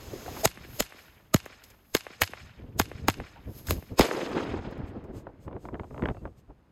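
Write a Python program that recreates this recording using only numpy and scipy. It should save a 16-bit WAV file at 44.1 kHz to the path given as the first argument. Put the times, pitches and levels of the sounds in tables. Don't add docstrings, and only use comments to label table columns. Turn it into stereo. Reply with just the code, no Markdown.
import sys
import numpy as np
from scipy import signal
from scipy.fft import rfft, irfft
from scipy.io import wavfile
from scipy.ndimage import uniform_filter1d

SR = 44100
rng = np.random.default_rng(int(sys.argv[2]) if len(sys.argv) > 2 else 0)


def inscribe(sig):
    pcm = np.round(np.clip(np.atleast_2d(sig).T, -1, 1) * 32767)
    wavfile.write(sys.argv[1], SR, pcm.astype(np.int16))


N = 296205
TIME = np.arange(N) / SR

# t/s, crack level/dB, crack decay/s, crack tilt/dB per doubling of (1 + f/1 kHz),
#  gas rush level/dB, rush rise/s, rush tilt/dB per doubling of (1 + f/1 kHz), thump level/dB,
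#  thump start f/Hz, thump slowing (ratio), thump time to peak/s, low push level/dB, push f/Hz,
#  phase offset of the right port/turns, blast level into the wash/dB, blast f/Hz, slap level/dB, echo level/dB
BANGS = [ (.4570, -14, .0016, -1.7, -11.5, .006, -1, -13, 1000, .8, .005, -23, 62, .38, 3, 1774, -8.5, -15),
         (.8061, -9, .0008, -2.2, -14.5, .0046, -2, -16, 1000, .7, .003, -27, 48, .4, 2.5, 1819, -9.5, -16),
         (1.3445, -15, .003, -1.7, -14, .0025, .2, -8.5, 1000, .8, .004, -30, 70, -.06, 2, 1700, -3.5, -12),
         (1.9502, -10, .0036, -1.5, -22, .004, -1.5, -9.5, 1100, .7, .0018, -38, 75, .33, 3.5, 1888, -3.5, -9),
         (2.2184, -6.5, .0048, -1.4, -22, .0038, -1.2, -13, 1300, .5, .0017, -15.5, 94, .43, 4, 2000, 0, -6),
         (2.7987, -12, .0043, -.8, -18, .0044, .5, -16, 1050, .7, .003, -24, 96, 0, 1, 1825, -5.5, -13),
         (3.084, -7, .0036, -4.3, -25, .0032, -4.5, -12, 1150, .7, .0023, -26, 92, 0, 2, 1500, -2.5, -10),
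         (3.7085, -14, .0018, 2.2, -34, .017, 2.5, -22, 1000, .8, .002, -26, 88, 0, -4, 2412, -16, -21),
         (3.9948, -8, .0042, -4.8, -17, .006, -4.8, -2.5, 950, .42, .0034, -17, 56, -.25, 20, 466.3, 10, 2)]
# f/Hz, level/dB
RUSH_COLOUR = [(150, -9.5), (450, 3), (800, -5.5), (1500, -5.5), (3000, -5.5), (5000, -2), (7500, -2.5),
               (9500, -10), (12300, -4), (13800, -15), (16000, -18.5)]
# t/s, level/dB, click level/dB
BUFFETS = [(5.268, -28, -50), (5.479, -28, -46), (5.511, -34, -57), (5.528, -31, -49), (5.564, -32, -52),
           (5.653, -28, -42), (5.686, -28, -44), (5.743, -26, -43), (5.753, -28, -47), (5.796, -27, -36),
           (5.833, -34, -49), (5.842, -32, -48), (5.907, -34, -55), (5.944, -31, -49), (5.962, -35, -48),
           (5.978, -29, -39), (5.994, -30, -44), (6.022, -25, -35), (6.036, -25, -37), (6.056, -21, -24),
           (6.072, -29, -46), (6.086, -23, -31), (6.099, -26, -36), (6.146, -35, -53), (6.168, -34, -53),
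           (6.253, -25, -45), (6.276, -38, -56), (6.504, -37, -62)]


def amp(db):
    return 10 ** (np.asarray(db) / 20)


def unit(x):
    return x / np.sqrt(np.mean(x ** 2) + 1e-20)


def read(points, hz):
    f, db = np.transpose(points)
    return np.interp(np.log(hz + 1), np.log(f), db)


def curve(rows, t):
    return amp(np.interp(t, *np.transpose(rows)))


def add(mix, s, sound):
    part = mix[:, max(round(s * SR), 0):][:, :sound.shape[-1]]
    part += sound[..., :part.shape[1]]


def band(x, hz, kind, order=2):
    return signal.sosfilt(signal.butter(order, min(hz, .45 * SR), kind, fs=SR, output="sos"), x)


def noise(colour, size, likeness, tilt_db=0):
    hz, c = np.fft.rfftfreq(size, 1 / SR), np.clip(likeness, -1, 1)
    a, b = rng.standard_normal((2, size))
    gain = amp(read(colour, hz) + tilt_db * np.log2(hz / 1000 + 1))
    pair = [a, c * a + np.sqrt(1 - c * c) * b]
    return unit(irfft(rfft(pair) * gain, size))


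def hump(u):
    return u * np.exp(1 - u)


def bell(s, spread_s):
    return np.exp(-.5 * ((TIME - s) / spread_s) ** 2)


def shock(depth_hz, size=512):
    u = 2 * np.pi * depth_hz * np.arange(size) / SR
    wave = np.diff(u * np.exp(-u))
    return wave / np.linalg.norm(wave)


def thump(t, hz, stretch, length, lag_turns):
    turns = np.log1p(stretch * hz * t) / stretch
    return -hump(t / length) * np.sin(2 * np.pi * (turns - np.array([[0], [lag_turns]])))


def outdoor_air(level_db=-61.5):
    # f/Hz, level/dB
    air_colour = [(24, -29), (40, -5.5), (80, -6.5), (540, -22), (1100, -24.5), (3300, -38.5), (8000, -49),
                  (12500, -50), (16000, -67)]
    return amp(level_db) * noise(air_colour, N, 0.086)


def wind(flutter_db=-1.0, breeze_flutter_db=-8.5, lump_db=4.8, wake_s=0.016):
    # f/Hz, level/dB
    wind_colour = [(20, -21), (50, -1), (90, 1), (160, -5), (300, -7), (450, -12.5), (700, -21.5),
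                   (1200, -30), (3000, -42.5), (8000, -78.5)]
    # t/s, level/dB
    breeze = [(0, -45), (.14, -40), (.38, -43), (.56, -48), (.8, -54), (.9, -66), (1.1, -59), (1.5, -56),
              (2.05, -65), (2.35, -52), (2.54, -58), (2.64, -41.5), (3.05, -36.5), (3.35, -48), (3.75, -42),
              (4.15, -54), (4.55, -37), (4.92, -45), (5.1, -41), (5.4, -47), (6.15, -38), (6.35, -52),
              (6.72, -60.5)]
    # t/s, rumble level/dB, flutter level/dB, Gaussian spread/s
    short_swells = [(.14, -44.5, -45, 0.016), (.33, -37, -51, 0.0071), (.69, -43, -65, .06),
                    (2.45, -44, -70, .05), (2.625, -32, -40, 0.021), (2.7, -47, -50, 0.011),
                    (2.98, -32.5, -64, 0.018), (3.03, -33.5, -60, 0.013), (3.2, -30.5, -38.5, .02),
                    (3.48, -28.5, -39, 0.021), (3.735, -29.5, -35, 0.024), (3.79, -29.5, -33, 0.0091),
                    (3.93, -36, -38, 0.023), (4.15, -45, -26, .005), (4.37, -45, -30, 0.026),
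                    (4.51, -32, -34, 0.026), (4.69, -34, -37, .025), (4.81, -27, -33, 0.015),
                    (4.96, -37.5, -35.5, 0.017), (5.12, -38, -38.5, 0.07), (5.545, -37, -34.5, 0.025),
                    (6.065, -23, -29, 0.034), (6.26, -32, -37, 0.014)]
    wakes = [(s, db - 14, db - 15, wake_s) for s, db, _ in BUFFETS]
    rumble_power = curve(breeze, TIME) ** 2
    flutter_power = rumble_power * amp(breeze_flutter_db) ** 2
    for s, rumble, flutter, spread_s in list(short_swells) + wakes:
        swell = bell(s, spread_s) ** 2
        rumble_power = rumble_power + amp(rumble) ** 2 * swell
        flutter_power = flutter_power + amp(flutter) ** 2 * swell
    low = np.sqrt(rumble_power) * unit(band(noise(wind_colour, N, -0.45), 170, "low"))
    eddies = band(band(noise(wind_colour, N, 0), 290, "high"), 650, "low", order=1)
    high = amp(flutter_db) * np.sqrt(flutter_power) * unit(eddies)
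    lumps = unit(amp(lump_db * unit(band(rng.standard_normal((2, N)), 18, "low"))))
    return (low + high) * lumps * amp([[1.], [-1.]])


def buffets(flap_db=-4.5, length_s=0.00305, snap_db=13, snap_hz=800, trail_db=-12, trail_s=.03, count=2):
    # f/Hz, level/dB
    flap_colour = [(40, -9), (150, -11), (400, 3.5), (800, -1.5), (1500, -10.5), (3000, -18), (8000, -11)]
    out, u = np.zeros((2, N)), np.arange(2048) / SR / length_s
    side = amp([[2.5], [-2.5]])
    trailing = []
    for s, db, _ in BUFFETS:
        for _ in range(count):
            trailing.append((s + trail_s * rng.uniform(0.201, 1), db + trail_db))
    for s, db, *_ in list(BUFFETS) + trailing:
        flap = amp(flap_db) * hump(u) * noise(flap_colour, len(u), 0)
        add(flap, length_s / 2, amp(snap_db) * shock(snap_hz))
        corner_hz = 1900 * 2 ** ((db + 18.5) / 22)
        add(out, s, amp(db) * side * band(flap, corner_hz, "low", order=4))
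    return out


def clicks(length_s=.0011):
    # f/Hz, level/dB
    click_colour = [(300, -6), (900, 0), (1900, 0), (2700, -9), (3800, -21), (5000, -34), (7000, -52),
                    (12000, -65)]
    out, u = np.zeros((2, N)), np.arange(1024) / SR / length_s
    for s, _, db in BUFFETS:
        add(out, s, amp(db) * hump(u) * noise(click_colour, len(u), .1))
    return out * amp([[2.], [-2.]])


def rustles():
    # t/s, level/dB, Gaussian spread/s
    brushes = [(4.886, -66.5, .015), (5.177, -59, 0.024), (5.438, -67, 0.022), (5.642, -66, .03),
               (6.02, -69.5, 0.18), (6.39, -68.5, 0.013)]
    # f/Hz, level/dB
    brush_colour = [(1000, -4), (3000, 1), (4800, -1), (6600, 1), (8400, 1), (10000, -9), (12500, -3),
                    (16000, -25)]
    swells = sum(amp(db) * bell(s, spread_s) for s, db, spread_s in brushes)
    return swells * noise(brush_colour, N, 0.29)


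def squeak(s=6.18, spread_s=.025):
    # f/Hz, level/dB
    partials = [(2697, -72), (4565, -79)]
    return bell(s, spread_s) * sum(amp(db) * np.sin(2 * np.pi * hz * TIME) for hz, db in partials)


def woods(far_db, rise_s, hold_s, fall_db_per_s, surge_db, tint, roll_db):
    # f/Hz, level/dB
    woods_colour = [(50, -13.5), (150, -4), (350, 3), (900, -.5), (2200, -2), (5000, -.5), (7500, 1),
                    (9500, -3), (12300, 3.5), (14000, -20), (16000, -35)]
    wash_db, air_loss_db = -10, 4.5
    grains = unit(amp(unit(band(rng.standard_normal(2 * SR), 250, "low"))))
    hz, t, z = signal.stft(grains * noise(woods_colour, 2 * SR, 0.07), SR, nperseg=512)
    hz = hz[:, None]
    patches = uniform_filter1d(rng.standard_normal(z.shape[1:]), 2, 1)
    patches_db = 2.5 * unit(uniform_filter1d(patches, 24, 0))
    lumps_db = unit(uniform_filter1d(rng.standard_normal(len(t)), size=4))
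    surge = surge_db * np.exp(-.5 * ((t - .378) / .02) ** 2) / (1 + (hz / 3500) ** 2)
    boom_hz = 540 * np.exp(-t / .75)
    roll = roll_db * np.exp(-.5 * (np.log2((hz + 1) / boom_hz) / .45) ** 2)
    near = amp(4.5 - 196.5 * t)
    fade_db = fall_db_per_s * np.maximum(t - hold_s, 0)
    far = (1 - np.exp(-t / rise_s)) * amp(far_db - fade_db + surge + roll + lumps_db + read(tint, hz))
    shape = np.hypot(near, far) * amp(patches_db - air_loss_db * t * hz / 1000)
    tail = signal.istft(z * shape, SR, nperseg=512)[1]
    return amp(wash_db) * tail / np.linalg.norm(tail[0])


def scatter(spread_s, size=2048):
    smear = rng.standard_normal((2, size)) * np.exp(-np.arange(size) / SR / spread_s)
    smear[1] += smear[0]
    return smear / np.linalg.norm(smear, axis=1, keepdims=True)


def surroundings(slap_spread_s=0.0017, slap_top_hz=6000, echo_bottom_hz=750):
    # delay t/s, level/dB, low-pass f/Hz, smear/s
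    reflectors = [(.0225, -4, 7000, .001), (.0575, -9.5, 7500, .002), (.1165, -1.5, 2200, .003),
                  (.153, -9, 2200, .014)]
    # level/dB, rise/s, hold/s, fall/dB per s
    trees = (-7, .14, .2, 56)
    # level/dB, rise/s, hold/s, fall/dB per s
    far_woods = (-10.5, 0.0146, 0.45, 23)
    # f/Hz, level/dB
    trees_tint = [(300, 0), (600, 3), (1000, 2), (2400, 3.5), (5000, -1), (12000, -4)]
    # f/Hz, level/dB
    far_tint = [(150, 5), (280, 3), (600, -1), (1000, -.5), (2400, 1), (5000, .5), (12000, -1)]
    out, echoes = np.zeros((2, N)), np.zeros((2, SR // 4))
    for delay, db, dull_hz, spread_s in reflectors:
        echo = band(scatter(spread_s), dull_hz, "low", order=3)
        add(echoes, delay, amp(db) * band(echo, echo_bottom_hz, "high"))
    tree_wash = woods(*trees, surge_db=4, tint=trees_tint, roll_db=0)
    last_wash = woods(*far_woods, surge_db=8.5, tint=far_tint, roll_db=5)
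    washes = [tree_wash] * (len(BANGS) - 1) + [last_wash]
    for (s, *_, blast_db, depth_hz, slap_db, echo_db), wash in zip(BANGS, washes):
        wave = shock(depth_hz)[None]
        slap = signal.fftconvolve(wave, scatter(slap_spread_s), axes=1)
        slap_delay = .0186 - .00095 * s
        add(out, s + slap_delay, amp(slap_db) * band(slap, slap_top_hz, "low", order=1))
        add(out, s, amp(echo_db) * signal.fftconvolve(wave, echoes, axes=1))
        add(out, s, amp(blast_db) * signal.fftconvolve(wave, wash, axes=1))
    return out


def fuse(smoulder_db=-80, hiss_db=-1, flicker_db=0.5, sputter_db=4):
    # f/Hz, level/dB
    fuse_colour = [(530, -29), (900, -14), (1400, -11.5), (2200, -13), (5000, -5), (7000, -7), (9300, -12),
                   (12200, 3), (13800, -11), (16000, -21)]
    # f/Hz, level/dB
    flame_colour = [(120, -26.5), (250, 1.5), (900, -9), (1300, -12.5), (4600, -18), (6800, -16.5),
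                    (9300, -30), (12400, -20), (14000, -36), (16000, -36.5)]
    # peak t/s, hiss level/dB, roar level/dB, rise/s, fall/s
    flares = [(.41, -60, -40.5, .6, 0.019), (.42, -44.5, -43, 0.05, 0.016), (.8, -46, -47, 0.08, 0.01),
              (1.0, -62, -62, 0.068, 0.2), (1.66, -62, -62, 0.036, 0.1), (1.94, -62, -101, 0.1, .01),
              (3.59, -49, -52.5, 0.053, .035), (3.71, -37, -34, 0.022, 0.024), (3.77, -56, -69, .02, 0.1)]
    # t/s, level/dB, f/Hz, time to peak/s
    sputters = [(0.133, -35, 342.6, 0.0035), (0.158, -38, 347, 0.0029), (0.259, -38.5, 520, 0.0039),
                (0.261, -43, 1700, 0.0022), (0.279, -38, 747, 0.0043), (0.364, -36, 960, 0.003),
                (0.647, -49, 1840, 0.002), (3.355, -54, 750, 0.013), (3.685, -37, 1480, 0.001)]
    hiss_power, roar_power = amp(smoulder_db) ** 2, 0
    for s, hiss, roar, rise, fall in flares:
        flare = np.exp(np.minimum((TIME - s) / rise, (s - TIME) / fall))
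        hiss_power = hiss_power + (amp(hiss + hiss_db) * flare) ** 2
        roar_power = roar_power + (amp(roar) * flare) ** 2
    flicker = amp(flicker_db * unit(band(rng.standard_normal(N), 76, "low")))
    hissing = np.sqrt(hiss_power) * noise(fuse_colour, N, 0.24)
    roaring = np.sqrt(roar_power) * noise(flame_colour, N, 0.043)
    out = flicker * (hissing + roaring) * (TIME < BANGS[-1][0])
    t = np.arange(2000) / SR
    for s, db, hz, length in sputters:
        puff_colour = [(hz / 2, -25), (hz, 0), (hz * 2, -22), (hz * 10, -50)]
        puff = noise(puff_colour, len(t), 0.18)
        add(out, s, amp(db + sputter_db) * hump(t / length) * puff)
    return out


def ticks(decay_s=0.0086):
    # t/s, level/dB
    tick_rows = [(1.456, -40.5), (1.638, -38.5), (1.702, -44), (3.6692, -28), (4.709, -53.5),
                 (4.777, -57.5), (5.04, -57)]
    out, t = np.zeros((2, N)), np.arange(2000) / SR
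    for s, db in tick_rows:
        add(out, s, amp(db) / 2 * np.exp(-t / decay_s) * noise(RUSH_COLOUR, len(t), 0.17))
    return out


def small_thuds(stretch=.42, length_s=.0035, lag_turns=.2):
    # t/s, level/dB, start f/Hz
    thuds = [(.574, -42, 500), (.648, -41, 1100), (.686, -42, 900), (.944, -46, 900), (1.502, -48, 800),
             (2.102, -42, 1100), (2.293, -41, 700)]
    out, t = np.zeros((2, N)), np.arange(2000) / SR
    for s, db, hz in thuds:
        add(out, s, amp(db) * thump(t, hz, stretch, length_s, lag_turns))
    return out


def swelling_tones(lead_s=.026, fade_in_s=.005, stop_s=.0012, waver=.02, lag_turns=.25):
    # peak t/s, f/Hz, level/dB, rise/s
    tones = [(.456, 441, -20, .011), (.456, 651, -14, .013), (.456, 813, -17, .008),
             (.8061, 590, -20, .007), (1.3445, 640, -17, .003), (1.3445, 1250, -15, .003),
             (2.2184, 490, -24, .005), (2.7987, 637, -25, .0044), (3.995, 1066, -27, .008),
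             (3.995, 2546, -30, .01), (3.993, 3700, -28, .004), (3.995, 4597, -30, .009),
             (3.997, 5150, -27, .008), (4.011, 5150, -18, .002)]
    out, t = np.zeros((2, N)), np.arange(-round(lead_s * SR), 500) / SR
    ports = np.array([[0], [lag_turns]])
    for s, hz, db, rise in tones:
        swell = np.exp(np.minimum(t / rise, -t / stop_s)) * np.minimum((t - t[0]) / fade_in_s, 1)
        wander = waver * unit(band(rng.standard_normal(len(t)), 300, "low"))
        turns = np.cumsum(hz * (1 + wander)) / SR
        add(out, s - lead_s, amp(db) * swell * np.sin(2 * np.pi * (turns - ports)))
    return out


def tube(x):
    # f/Hz, width/Hz, level/dB
    resonances = [(447, 46, 1.5), (810, 39, -0.5), (1150, 31, 1), (2430, 180, 0), (2794, 190, 2.5),
                  (3600, 17, 2.5), (6660, 200, 8), (7060, 84, 5), (8070, 300, 6.5), (12050, 200, 4)]
    out = x
    for hz, width, db in resonances:
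        b, a = signal.iirpeak(hz, hz / width, fs=SR)
        out = out + (amp(db) - 1) * signal.lfilter(b, a, x)
    return out


def shift_right(x, turns, below_hz=1300):
    hz = np.fft.rfftfreq(x.shape[1], 1 / SR)
    lag = np.exp(-2j * np.pi * turns / (1 + (hz / below_hz) ** 6))
    return np.array([x[0], irfft(rfft(x[1]) * lag, x.shape[1])])


def bangs(lead_s=0.034, shock_db=9, shock_hz=1100, spit_db=4.5, push_s=.009):
    # f/Hz, level/dB
    crack_colour = [(100, -6.5), (450, 7), (750, 8), (1300, 2), (2600, -3), (4000, -8.5), (7000, -23.5),
                    (9500, -21.5), (12300, -0.5), (13800, -22.5), (16000, -20.5)]
    thump_echo_s, thump_echo_db, thump_echo_bottom_hz = .116, -14, 480
    out, t = np.zeros((2, N)), np.arange(-round(lead_s * SR), 3000) / SR
    after, before = np.maximum(t, 0), np.minimum(t, 0)
    for (s, crack_db, decay, crack_tilt_db, rush_db, rise, rush_tilt_db, thump_db, thump_hz, stretch,
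         length, push_db, push_hz, lag, *_, echo_db) in BANGS:
        swell = np.exp(before / rise - after / 0.00026)
        rush = amp(rush_db) * swell * noise(RUSH_COLOUR, len(t), 0.03, rush_tilt_db)
        jerks = unit(amp(spit_db * unit(band(rng.standard_normal(len(t)), 1800, "low"))))
        burst = (t >= 0) * np.exp(-after / decay) * jerks
        crack = tube(amp(crack_db) * burst * noise(crack_colour, len(t), 0.5, crack_tilt_db))
        add(crack, lead_s, amp(crack_db + shock_db) * shock(shock_hz))
        swing = thump(after, thump_hz, stretch, length, lag)
        push_turns = push_hz * after + np.array([[0], [lag]])
        push = amp(push_db) * hump(after / push_s) * np.sin(2 * np.pi * push_turns)
        add(out, s - lead_s, tube(rush) + shift_right(crack, lag) + amp(thump_db) * swing + push)
        thump_top = band(swing, thump_echo_bottom_hz, "high", order=3)
        add(out, s - lead_s + thump_echo_s, amp(echo_db + thump_echo_db) * thump_top)
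    return out


def port_pair(x):
    # f/Hz, likeness (0-1)
    treble_likeness = [(1500, 0), (2500, .12), (5700, .1), (6800, .5), (7900, .3), (9200, .92), (10500, .7),
                       (13500, .97)]
    # f/Hz, lag/rad
    treble_lag = [(2200, 0), (3500, 1), (5300, 1.6), (5800, 3.6), (6800, 6), (7500, 4.5), (8400, 3.3),
                  (9500, 3), (13300, 0)]
    # f/Hz, Gaussian spread/Hz, left level/dB, right level/dB
    port_colour = [(5200, 150, 6, 3), (5620, 190, -6, -8), (6150, 250, 2, 0), (7550, 250, -4, -5),
                   (7950, 120, 3, 0), (9200, 900, 4.5, 5.5), (15200, 900, 4, 4)]
    hz, (left, right) = np.fft.rfftfreq(N, 1 / SR), rfft(x)
    c = np.clip(np.interp(hz, *np.transpose(treble_likeness)), 0, 1)
    lag = np.exp(-1j * np.interp(hz, *np.transpose(treble_lag)))
    colour_db = np.zeros((2, len(hz)))
    for centre, width, left_db, right_db in port_colour:
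        colour_db += np.outer([left_db, right_db], np.exp(-.5 * ((hz - centre) / width) ** 2))
    right = c * lag * left + np.sqrt(1 - c * c) * right
    return irfft(np.array([left, right]) * amp(colour_db), N)


def scene():
    at_ports = wind() + buffets() + clicks()
    close_by = rustles() + squeak()
    firecracker = surroundings() + fuse() + ticks() + small_thuds() + swelling_tones() + bangs()
    firecracker = firecracker * amp([[.6], [-.6]])
    return port_pair(outdoor_air() + close_by + firecracker) + at_ports


def record(dry, ceiling=.85, edge_hz=16000):
    squashed = ceiling * np.tanh(dry / ceiling)
    lowpass = signal.firwin(511, edge_hz, window=("kaiser", 9), fs=SR)
    return signal.oaconvolve(squashed, lowpass[None], "same")


dry = scene()
out = record(dry)
inscribe(out)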